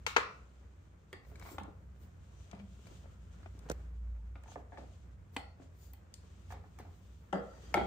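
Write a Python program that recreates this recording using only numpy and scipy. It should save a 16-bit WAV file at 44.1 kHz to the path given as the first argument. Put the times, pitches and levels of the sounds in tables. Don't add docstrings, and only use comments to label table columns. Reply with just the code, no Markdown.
import sys
import numpy as np
from scipy import signal
from scipy.fft import rfft, irfft
from scipy.io import wavfile
from scipy.ndimage import uniform_filter1d

SR = 44100
rng = np.random.default_rng(int(sys.argv[2]) if len(sys.argv) > 2 else 0)


def voltage_ratio(decibels):
    exponent = np.asarray(decibels, float) / 20
    return 10 ** exponent


def store_pcm(level_fs):
    pcm = np.round(np.clip(level_fs, -1, 1) * 32767).astype(np.int16)
    wavfile.write(sys.argv[1], SR, np.atleast_2d(pcm).T)


N = 346626


def knocks(events, modes, crack_db, crush_s, size, own_share=1):
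    lag_s_per_db = 0.00003
    room_hears_ring, room_hears_clack = 0.5, 0.64
    out = np.zeros((3, N + size))
    t = np.arange(size) / SR
    hz, level_db, t60_s = np.transpose(modes)[:, :, None]
    bins_hz = np.arange(size // 2 + 1) * SR / size + 1
    low_cut = 1 / (1 + (0.7 * hz.min() / bins_hz) ** 4)
    high_cut = 1 / (1 + (bins_hz / hz.max() / 1.4) ** 4)
    luck = rng.standard_normal((len(events), 4, len(modes), 1))
    noises = rng.standard_normal((len(events), size))
    swell = 1 - np.exp(-t * hz / 0.71)
    decay = voltage_ratio(-60 * t / t60_s)
    for row, (uneven, detune, facing, phase), noise in zip(events, luck, noises):
        start_s, peak_db, pan_db, treble_db, room_db = row
        pan_db = np.clip(pan_db, -9, 9)
        hardness_db = (treble_db + 12) / 3

        struck = voltage_ratio(level_db + hardness_db * np.log2(hz / 1000) + 1.5 * uneven)
        cycles = hz * (1 + 0.0089 * detune) * t + phase
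        rings = struck * swell * np.sin(2 * np.pi * cycles) * decay
        scale = voltage_ratio(peak_db) / np.abs(rings.sum(axis=0)).max()
        ring = scale * rings.sum(axis=0)

        tilt_db = hardness_db * np.log2(np.maximum(bins_hz, hz.min()) / 1000)
        colour = voltage_ratio(at_hz(modes, bins_hz) + tilt_db) * low_cut * high_cut
        crush = irfft(rfft(noise) * colour) * t / (t + 0.18 * crush_s) * np.exp(-t / crush_s)
        crush = crush * voltage_ratio(peak_db + crack_db) / np.abs(crush).max()
        clack = np.roll(irfft(colour), 128) * (t < t[-1] / 2)
        clack = rms_one(clack) * np.sqrt(np.mean(ring ** 2))

        for ear, side in enumerate([1, -1]):
            at = round((start_s - side * pan_db * lag_s_per_db / 2) * SR)
            heard = scale * (rings * voltage_ratio(side * 2 * facing)).sum(axis=0) + crush
            out[ear, at:at + size] += voltage_ratio(side * pan_db / 2) * heard
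        at = round(start_s * SR)
        feed = own_share * (room_hears_ring * ring + crush) + room_hears_clack * clack
        out[2, at:at + size] += voltage_ratio(room_db) * feed
    return out[:, :N]


def bars():
    # start_s, peak_db, pan_db, treble_db, room_db
    bar_knocks = [
        (0.065, -20.5, 7, 2, 3.5),
        (0.072, -32.5, 22, -26.5, -11),
        (0.164, -12.5, 6.5, -12.5, 1.5),
        (0.167, -14.5, 9, -8.5, -8.5),
        (0.18, -23, 6, -21, -0.5),
    ]
    # mode_hz, level_db, t60_s
    bar_modes = [(490, -4, 0.03), (657, -14, 0.0073), (800, -3.5, 0.015), (956, 1.5, 0.013),
                 (1352, 2, 0.016), (1730, -2, 0.004), (2180, -3, 0.022), (2590, -7, 0.011),
                 (3095, -7, 0.012), (3320, -11, 0.003), (4390, -16.5, 0.014), (4900, -20.5, 0.014),
                 (6480, -16.5, 0.0074), (8600, -31.5, 0.019)]
    return knocks(bar_knocks, bar_modes, crack_db=-4.5, crush_s=0.0038, size=2048, own_share=0.3)


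def slabs():
    # start_s, peak_db, pan_db, treble_db, room_db
    laid_knocks = [
        (7.3272, -31, 8, -15, -9),
        (7.3305, -26, 1.5, -27.5, 0.5),
        (7.343, -29, 3.5, -34.5, 1.5),
        (7.354, -33, 0, -38, 3.5),
    ]
    # mode_hz, level_db, t60_s
    held_modes = [(198, -2.5, 0.17), (270, -14, .03), (362.4, 0.5, 0.084), (457, 3, 0.036),
                  (555, 10.5, 0.033), (785, 11.5, 0.036), (940, -1, 0.046), (1340, 7, 0.084),
                  (1700, 5, 0.042), (1980, -1, 0.034), (2350, -13.5, .01), (3100, -3, 0.037),
                  (4200, -21, .01), (6190, -11, .025)]
    # start_s, peak_db, pan_db, treble_db, room_db
    drop_knocks = [
        (7.7415, -18.5, 2.1, 0, -13),
        (7.7465, -20, 2.9, -22, 0.5),
        (7.771, -23.5, 0.58, -33, 3.5),
        (7.777, -23, 1, -30, -9),
        (7.797, -33, 1, -24.5, -8.5),
        (7.811, -30.5, 1.3, -25, -19),
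        (7.838, -36, 1.5, -35, -4),
    ]
    # mode_hz, level_db, t60_s
    slab_modes = [(195.4, -4, 0.1), (276, -12, 0.026), (357.7, 1, 0.085), (392, 1, 0.051), (590, 6, 0.052),
                  (787, 12.5, 0.073), (1060, -6.5, 0.027), (1330, 5, 0.11), (1790, 0, 0.03),
                  (2225, 5, 0.034), (2750, -7, 0.014), (3240, -3.5, 0.022), (5100, -14, 0.01),
                  (6800, -16.5, 0.011)]
    laid = knocks(laid_knocks, held_modes, crack_db=-3.0, crush_s=0.0044, size=4096)
    return laid + knocks(drop_knocks, slab_modes, crack_db=-3.5, crush_s=0.0026, size=4096)


def disc():
    # start_s, peak_db, pan_db, treble_db, room_db
    disc_knocks = [
        (5.364, -29.5, 0, -27, 0.5),
        (5.936, -55, 0.00098, -20, 2),
    ]
    # start_s, peak_db, pan_db, treble_db, room_db
    disc_rocks = [
        (5.3665, -28, -1.5, -10, -21),
    ]
    # mode_hz, level_db, t60_s
    disc_modes = [(265, -1.5, 0.031), (478, -9.5, 0.06), (800, 6.5, 0.027), (1137, -2.5, 0.032),
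                  (1986, 6, 0.021), (2420, -6.5, 0.053), (2550, -1, 0.024), (3160, 9.5, 0.0081),
                  (3840, -4, 0.02), (4280, -1, 0.024), (4420, -2.5, 0.03), (6200, -6, 0.004),
                  (8370, -0.5, 0.01)]
    set_down = knocks(disc_knocks, disc_modes, crack_db=-10.0, crush_s=0.002, size=2048)
    return set_down + knocks(disc_rocks, disc_modes, crack_db=-9.0, crush_s=0.0023, size=2048)


def toothed_piece():
    # start_s, peak_db, pan_db, treble_db, room_db
    touch_knocks = [
        (1.129, -37, 1, -24, 0.5),
    ]
    # mode_hz, level_db, t60_s
    touch_modes = [(372, 2, 0.0051), (720, -4, 0.02), (1430, -2, 0.025), (1910, 7, 0.021),
                   (2310, -1.5, 0.017), (2790, 1, 0.013), (3230, 0.5, 0.046), (3970, -9, 0.017),
                   (4640, -6, 0.023), (5660, -16, .01), (8160, -10, 0.0098)]
    # start_s, peak_db, pan_db, treble_db, room_db
    tooth_knocks = [(1.249, -58, 4.5, -12, -13), (1.356, -49.5, 3, -1, -8), (1.398, -52, 2, -4, -12),
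                    (1.414, -48, 8, -21, 2), (1.424, -46.5, 1.5, -8, -5), (1.452, -48.5, 5, -23, 11),
                    (1.462, -56, 1, -22.5, 5), (1.488, -50, 2, -14, -12), (1.634, -58, 0.5, 6, -16)]
    # mode_hz, level_db, t60_s
    tooth_modes = [(690, 4, 0.012), (1150, 1, 0.016), (1590, -1, 0.016), (2230, 0.5, 0.03),
                   (3000, -22, .01), (3840, -9.5, .018), (4130, -13, 0.026), (5300, -12, 0.01)]
    # start_s, peak_db, pan_db, treble_db, room_db
    landing_knocks = [
        (1.5827, -32.5, 5, -8.5, -3),
        (1.599, -45, 1, -9, -3),
        (1.612, -43.5, -6, -29, 0),
        (1.640, -45, 4, -26, 2),
    ]
    # mode_hz, level_db, t60_s
    landing_modes = [(310, -6.5, 0.036), (510, -4, 0.016), (810, 0, 0.02), (1370, -5, 0.012),
                     (2080, -17, 0.031), (2560, -11, 0.016), (3520, -17.5, .012), (4600, -32.5, .012),
                     (7500, -33.5, .005)]
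    touch = knocks(touch_knocks, touch_modes, crack_db=-2.5, crush_s=0.0048, size=2048)
    teeth = knocks(tooth_knocks, tooth_modes, crack_db=-2.5, crush_s=0.0045, size=2048)
    return touch + teeth + knocks(landing_knocks, landing_modes, crack_db=-1.5, crush_s=0.004, size=2048)


def pile():
    # start_s, peak_db, pan_db, treble_db, room_db
    pile_knocks = [(1.317, -51.5, 0, -43, 4), (2.512, -54.5, 5, -10, 0), (2.53, -48, 9, -36, 3.5),
                   (2.598, -54, 6, -16.5, -7), (2.869, -57.5, 8, 7, -11), (3.459, -46, 5.5, -25.5, -18),
                   (4.355, -49, 1.5, -24.5, 2), (4.437, -53.5, -7, -19, -11), (4.477, -59.5, -0.5, -9, -11),
                   (5.599, -52, 3, -41, 0), (5.618, -55, -7, -42, 3)]
    # mode_hz, level_db, t60_s
    pile_modes = [(294, -5.5, 0.014), (504, -12, 0.0019), (650, -7, 0.036), (910, -9, 0.02),
                  (1400, -12, 0.048), (1850, -14.5, 0.026), (2350, -7.5, 0.038), (3080, -16.5, 0.036),
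                  (4650, -23, 0.01), (7460, -31, 0.005)]
    # start_s, peak_db, pan_db, treble_db, room_db
    stack_knocks = [(4.458, -51, 2, -17, 3), (4.483, -50.5, 5, -23, -3), (4.517, -48.5, -5, -9, -12),
                    (4.557, -36, -5, -26.5, -4), (4.721, -47.5, 3, -17, 7.5), (4.734, -56, 2, -31, -6),
                    (4.773, -44.5, 3.5, 5.5, -3.5), (4.782, -40.5, -2, -50, 2.5), (4.808, -54, 3, -31, 2),
                    (4.836, -48.5, 0, -54, -24), (6.505, -41, -3.5, -2, 2), (6.523, -41, -1.5, -9, -5),
                    (6.539, -44, -3, -43, 2.5), (6.639, -51, -4, -15, -3), (6.787, -44.5, -2, 8, -5.5),
                    (6.799, -41.5, 3, -55, -18), (6.85, -51.5, -4, -21, 4.5)]
    # mode_hz, level_db, t60_s
    stack_modes = [(300, -2.5, 0.0068), (527, -6.5, 0.027), (742, -1.5, 0.04), (871, -2.5, 0.04),
                   (1188, -8.5, 0.029), (1740, -11, 0.049), (2255, -16, 0.022), (3270, -24.5, 0.019)]
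    nudged = knocks(pile_knocks, pile_modes, crack_db=1.0, crush_s=0.0054, size=2048)
    return nudged + knocks(stack_knocks, stack_modes, crack_db=-9.5, crush_s=0.026, size=4096)


def tub():
    # start_s, peak_db, pan_db, treble_db, room_db
    wall_thumps = [
        (3.7005, -25.5, -4.5, -12, -26),
        (3.713, -31.5, -9, -5, -27),
    ]
    # mode_hz, level_db, t60_s
    wall_modes = [(140, -2, 0.032), (320, -1, 0.015), (470, 0.5, 0.013), (928, -12, 0.0081),
                  (1540, -14, 0.013)]
    # start_s, peak_db, pan_db, treble_db, room_db
    air_booms = [
        (1.599, -50.5, -4, -18, -20),
        (2.534, -45, 1, -2, -33),
        (2.598, -47, 1, -1, -19),
        (5.374, -57, -1, -10, -20),
    ]
    # mode_hz, level_db, t60_s
    air_modes = [(174, -31, .3), (189.2, 0, 0.41), (199.7, -2.5, 0.3)]
    thumps = knocks(wall_thumps, wall_modes, crack_db=-6.0, crush_s=0.0057, size=2048)
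    return thumps + knocks(air_booms, air_modes, crack_db=-12.0, crush_s=0.0069, size=16384)


def chips():
    # start_s, peak_db, pan_db, treble_db, room_db
    chip_ticks = [(1.129, -50, -10.5, -23, -30), (1.397, -52, 4.5, -23, -20),
                  (1.634, -54.5, -3.5, -23, -23), (2.513, -53.5, 10.5, -60, -29), (3.591, -53, 3, -30, -24),
                  (3.6985, -35, 2, -31, -20), (3.716, -35.5, 1.5, -14, -28), (4.436, -60, 4.5, -15, -20),
                  (5.366, -62.5, 7, -32, -35), (5.934, -43, 2, 21, -10), (6.14, -41, 3.5, -35, -6),
                  (6.502, -65, 14.5, -18, -10), (6.512, -61, 2, -27, -17), (6.522, -54, 5, -34, -24),
                  (6.53, -57, 3, -6, -15), (6.788, -50, 7, -6, -25), (6.797, -59, -2, -7, -17),
                  (6.805, -60, -1, -4, -15)]
    # start_s, peak_db, pan_db, treble_db, room_db
    wall_scuffs = [
        (3.688, -71, 0, -41, -34),
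        (3.708, -69, 3.5, -54, -16),
    ]
    # mode_hz, level_db, t60_s
    chip_modes = [(3570, -0.5, 0.0016), (6120, 6.5, 0.0033), (8160, 6.5, 0.0044), (11800, 5, 0.004),
                  (14800, 1.5, 0.005)]
    ticks = knocks(chip_ticks, chip_modes, crack_db=0.5, crush_s=0.0023, size=1024)
    return ticks + knocks(wall_scuffs, chip_modes, crack_db=21.0, crush_s=0.0064, size=2048)


def crumbs():
    # start_s, peak_db, pan_db, pitch_hz
    crumb_hits = [(1.137, -48, -6, 373), (1.268, -61, 12, 528), (1.298, -60, -4, 470), (1.513, -48, 1, 350),
                  (1.529, -50, 8, 301), (1.544, -46, 4, 396), (1.681, -47, 5, 310), (1.74, -63, 2, 388),
                  (2.79, -58, 6, 382), (2.869, -56.5, 1, 566), (2.913, -56, 11, 360), (3.261, -64, -1, 300),
                  (3.428, -63.5, 7, 310), (3.551, -59, -1, 304), (3.578, -56, 2, 369),
                  (3.662, -50, 0.5, 475), (7.298, -65, 0, 480), (7.454, -53, 0, 568), (7.534, -54, 4, 630),
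                  (7.577, -53, 1.0, 404), (7.634, -52, 2, 410), (7.682, -67, -3, 420), (7.713, -64, 6, 366)]
    # start_s, peak_db, pan_db, pitch_hz
    more_crumb_hits = [(1.315, -55, 5, 890), (1.46, -56, 2, 1040), (1.478, -59, 5, 1500),
                       (2.531, -51.5, 11, 685), (3.041, -56, 7, 626), (3.056, -55.5, 9, 620),
                       (3.431, -54, -5, 1400), (3.687, -46, -1, 800), (5.62, -62.5, 0, 1700)]
    # start_s, peak_db, pan_db, pitch_hz
    nail_ticks = [
        (2.513, -53, 2, 2460),
        (2.533, -60, 4, 2560),
        (2.549, -59, 5, 2520),
        (2.591, -57, 6, 2490),
        (3.459, -51, -6, 710),
    ]
    ring_cycles, room_db = 11.8, -0.5
    total = np.zeros((3, N))
    for start_s, peak_db, pan_db, pitch_hz in [*crumb_hits, *more_crumb_hits, *nail_ticks]:
        t60_s = ring_cycles / pitch_hz
        modes = [(pitch_hz, 0, t60_s), (2.4 * pitch_hz, -11, t60_s / 2)]
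        event = (start_s, peak_db, pan_db, -12, room_db)
        total += knocks([event], modes, crack_db=-4.0, crush_s=0.0052, size=2048)
    return total


def rubbing():
    # hz, density_db
    body_spectrum = [(120, 6), (250, -1), (500, -4), (800, -10), (1400, -10.5), (2500, -19.5), (3500, -40)]
    # hz, density_db
    dust_spectrum = [(1500, -16), (2500, -0.5), (3200, 1), (4500, -4.5), (5500, -5), (6900, -1.5),
                     (8500, -6.5), (10000, -17.5)]
    # hz, density_db
    fine_spectrum = [(10500, -2.5), (12200, -2), (14300, 3.5), (15600, 4.5), (16200, -32.5)]
    still_db = [[-64.5], [-82], [-99]]
    body, dust, fine = strokes() + voltage_ratio(still_db)
    rub = body * grit(body_spectrum, grain_db=4.0)
    rub = rub + dust * grit(dust_spectrum, grain_db=2.5)
    return rub + fine * grit(fine_spectrum, grain_db=2.5)


def strokes():
    # middle_s, half_length_s, body_db, dust_db, fingertip_hiss_db
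    hand_strokes = [(0.25, 0.85, -72.5, -79, -105), (1.3, 0.1, -79, -86.5, -75),
                    (1.434, 0.12, -61, -70, -85), (1.505, 0.12, -66, -70, -58.5),
                    (2.036, 0.093, -70, -88, -73), (2.402, 0.41, -73, -75, -105),
                    (2.914, 0.35, -67, -69.5, -83.5), (3.383, 0.27, -71, -77.5, -105),
                    (3.702, 0.32, -61.5, -78.5, -84.5), (4.522, 0.11, -77, -66, -88),
                    (4.89, 0.28, -99, -75.5, -105), (5.348, 0.034, -80.5, -80.5, -65),
                    (5.63, 0.055, -76, -75, -105), (5.844, 0.14, -108, -91, -66.5),
                    (6.52, 0.041, -77.5, -71, -69), (6.346, 0.44, -71, -78.5, -98),
                    (6.814, 0.065, -55.5, -99, -97), (7.026, 0.82, -84, -81.5, -84),
                    (7.652, 0.47, -68, -71, -83.5), (7.86, 0.28, -50, -72, -102)]
    fade_db, point = 31.5, 1.6
    middle_s, half_s, *levels_db = np.transpose(hand_strokes)
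    t = np.arange(0, N + 64, 64) / SR
    distance = np.abs(t - middle_s[:, None]) / half_s[:, None]
    gains = voltage_ratio(np.array(levels_db)) @ voltage_ratio(-fade_db * distance ** point)
    return np.array([np.interp(np.arange(N) / SR, t, gain) for gain in gains])


def grit(spectrum, grain_db):
    grain_size = np.minimum(rng.exponential(1, N), 5)
    grains = rng.standard_normal((2, N)) * voltage_ratio(grain_db * grain_size)
    return diffuse(grains, spectrum) * voltage_ratio(1.5 * drift(30))


def rasps():
    # start_s, end_s, resonance_hz, width_hz, level_db
    slide_rasps = [(1.375, 1.565, 2290, 220, -72), (1.495, 1.581, 7510, 310, -64.5),
                   (2.301, 2.501, 6010, 260, -78), (2.41, 2.79, 3170, 210, -86),
                   (2.99, 3.17, 3140, 240, -84), (3.045, 3.19, 1360, 130, -76),
                   (3.21, 3.55, 1410, 210, -78), (3.26, 3.41, 3090, 210, -85), (4.09, 4.31, 910, 160, -78),
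                   (4.21, 4.34, 1510, 310, -81), (4.47, 4.54, 6310, 400, -69),
                   (5.78, 5.917, 6970, 500, -72), (5.785, 5.925, 4710, 290, -79),
                   (7.41, 7.79, 1890, 160, -73), (7.46, 7.79, 4740, 260, -76), (7.49, 7.78, 6010, 210, -74),
                   (7.61, 7.76, 3160, 160, -76)]
    # start_s, end_s, resonance_hz, width_hz, level_db
    blow_chatters = [(1.132, 1.28, 1920, 110, -66), (1.133, 1.24, 4680, 160, -76),
                     (1.134, 1.24, 3320, 150, -75), (5.372, 5.56, 4410, 120, -69),
                     (5.372, 5.5, 2003, 120, -67), (7.335, 7.48, 3200, 200, -69),
                     (7.752, 7.9, 1357, 80, -58), (7.752, 7.9, 2230, 110, -59),
                     (7.332, 7.58, 1335, 90, -60), (7.338, 7.42, 4800, 260, -65),
                     (7.752, 7.9, 3275, 200, -54), (7.753, 7.9, 4530, 130, -64)]
    out = np.zeros((2, N + SR))
    white = rng.standard_normal((2, N + SR))
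    flicker = np.pad(voltage_ratio(2.5 * drift(35)), (0, SR))
    for rows, first_turn in ((slide_rasps, 0), (blow_chatters, 0.5)):
        for start_s, end_s, hz, width_hz, level_db in rows:
            span = slice(round(start_s * SR), round(end_s * SR))
            tone = resonate(white[:, span], hz, width_hz)
            shape = np.sin(np.pi * np.linspace(first_turn, 1, tone.shape[1]))
            out[:, span] += voltage_ratio(level_db) * rms_one(tone) * flicker[span] * shape
    return out[:, :N]


def room():
    # hz, t60_s
    room_t60 = [(150, 0.44), (500, 0.47), (1500, 0.39), (4000, 0.35), (8000, 0.27), (15000, 0.26)]
    t = np.arange(32768) / SR
    echoes = diffuse(rng.standard_normal((2, 32768)), [(100, 0.0073), (16000, 0.029)])

    cells = signal.stft(echoes, nperseg=1024)[2]
    power = uniform_filter1d(np.abs(cells) ** 2, size=5, axis=1)
    power = uniform_filter1d(power, size=3, axis=2)
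    echoes = signal.istft(cells / np.sqrt(power + 1e-12), nperseg=1024)[1][:, :len(t)]

    tail = 0
    edges_hz = 90 * 2 ** np.arange(0, 8.0, 1.0)
    for low, high in zip(edges_hz, np.append(edges_hz[1:], 20000)):
        sos = signal.butter(2, [low, high], "band", fs=SR, output="sos")
        decay = voltage_ratio(-60 * t / at_hz(room_t60, np.sqrt(low * high)))
        tail = tail + signal.sosfilt(sos, echoes) * decay
    tail = tail * (1 - np.exp(-(t / 0.003) ** 2))

    spectrum = rfft(np.array([[1, 0.98], [1, -1]]) @ tail)
    fine = uniform_filter1d(np.abs(spectrum) ** 2, 90)
    broad = uniform_filter1d(np.abs(spectrum) ** 2, 900)
    tail = irfft(spectrum * np.sqrt(broad / fine))[:, :len(t) * 3 // 4]
    tail = np.array([[1, 1], [1, -1]]) @ tail
    return tail / np.sqrt(np.sum(tail ** 2) / 2)


def engines():
    # time_s, firing_hz, level_db
    near_engine = [(2.8, 57, -84), (3.41, 58.44, -56.5), (3.75, 59.2, -47), (4.03, 58.8, -39.5),
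                   (4.22, 55.5, -43), (4.42, 64.2, -58), (4.7, 61, -92)]
    # time_s, firing_hz, level_db
    far_engine = [(5.0, 77.9, -88), (5.35, 78.76, -70), (5.85, 80.7, -62), (6.3, 85, -62), (6.651, 87, -55),
                  (7.0, 83.8, -89)]
    total = 0
    for rows in (near_engine, far_engine):
        hz, level_db = in_time(rows)
        total = total + np.sqrt(2) * voltage_ratio(level_db) * np.sin(2 * np.pi * np.cumsum(hz) / SR)
    return total * voltage_ratio([[-0.3], [0.3]])


def street():
    # time_s, level_db
    street_swell = [(0, -1), (.5, -5), (1, -2.5), (1.4, 3), (1.7, 3), (2.1, 1), (2.45, 0.5), (2.9, 3),
                    (3.3, 3), (4.5, 1), (5, 2), (5.5, 0), (5.8, -2), (6.1, -0.5), (6.6, 2), (7.1, 0.5),
                    (7.5, -3.5), (7.86, 5.5)]
    # hz, density_db
    rumble_spectrum = [(30, -32.5), (42, -3.5), (60, 10), (90, 0), (125, -1), (190, -1), (260, -18.5),
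                       (400, -47)]
    # mode_hz, width_hz, level_db
    room_drones = [
        (62.9, 4.1, -57),
        (87, 13, -59.5),
    ]
    (street_db,) = in_time(street_swell)
    rumble_db = -61 + street_db + 0.79 * drift(4.6)
    rumble = diffuse(rng.standard_normal((2, N)), rumble_spectrum) * voltage_ratio(rumble_db)
    drones = 0
    for hz, width_hz, level_db in room_drones:
        drone = resonate(rng.standard_normal(N + SR), hz, width_hz)[SR:]
        drones = drones + voltage_ratio(level_db + street_db) * rms_one(drone)
    return drones * voltage_ratio([[-0.3], [0.3]]) + rumble


def diffuse(white, spectrum):
    # hz, left_right_likeness
    likeness = [(60, 0.84), (180, 0.93), (550, 0.21), (1650, -0.12), (4970, 0.2), (15000, -0.34)]
    size = white.shape[1]
    hz = np.arange(size // 2 + 1) * SR / size
    alike = np.clip(at_hz(likeness, hz), -1, 1)
    mid, side = rfft(white) * voltage_ratio(at_hz(spectrum, hz))
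    mid = mid * np.sqrt(1 + alike)
    side = side * np.sqrt(1 - alike)
    return rms_one(irfft(np.array([mid + side, mid - side]), size))


def resonate(x, hz, width_hz):
    b, a = signal.iirpeak(hz, hz / width_hz, fs=SR)
    return signal.lfilter(b, a, signal.lfilter(b, a, x))


def drift(rate_hz):
    knots = rng.standard_normal(400)
    return np.interp(np.arange(N) / SR * rate_hz, np.arange(400), knots)


def at_hz(points, hz):
    points = np.array(points)
    return np.interp(np.log(hz + 1), np.log(points[:, 0]), points[:, 1])


def in_time(rows):
    time_s, *columns = np.transpose(rows)
    return [np.interp(np.arange(N) / SR, time_s, column) for column in columns]


def rms_one(x):
    return x / np.sqrt(np.mean(x ** 2) + 1e-20)


def scene():
    clay = bars() + slabs() + disc() + toothed_piece() + pile() + tub() + chips() + crumbs()
    clay = signal.sosfilt(signal.butter(3, 139.6, "high", fs=SR, output="sos"), clay)
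    reverb = signal.fftconvolve(clay[2:], room())[:, :N]
    return clay[:2] + reverb + rubbing() + rasps() + engines() + street()


def roll_off(x):
    return signal.sosfilt(signal.butter(12, 16500, fs=SR, output="sos"), x)


def record(dry):
    # hz, left_right_db
    port_lean = [(900, 0), (2200, 1), (4000, 2.5), (6200, 6), (8700, 1), (11000, -0.5)]
    mono_above_hz = 13600
    hz = np.arange(N // 2 + 1) * SR / N
    left, right = rfft(dry) * voltage_ratio(at_hz(port_lean, hz) * [[0.5], [-0.5]])
    wide = 1 / (1 + (hz / mono_above_hz) ** 24)
    mid = (left + right) / 2 * np.sqrt(2 - wide)
    side = (left - right) / 2 * wide
    mix = irfft(mid + side * [[1], [-1]], N)
    for sos in (signal.butter(3, [10150, 12600], "bandstop", fs=SR, output="sos"),
                signal.butter(3, 40, "high", fs=SR, output="sos"),
                signal.cheby2(10, 40, 16100, fs=SR, output="sos")):
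        mix = signal.sosfilt(sos, mix)
    return roll_off(mix)


dry = scene()
out = record(dry)
store_pcm(out)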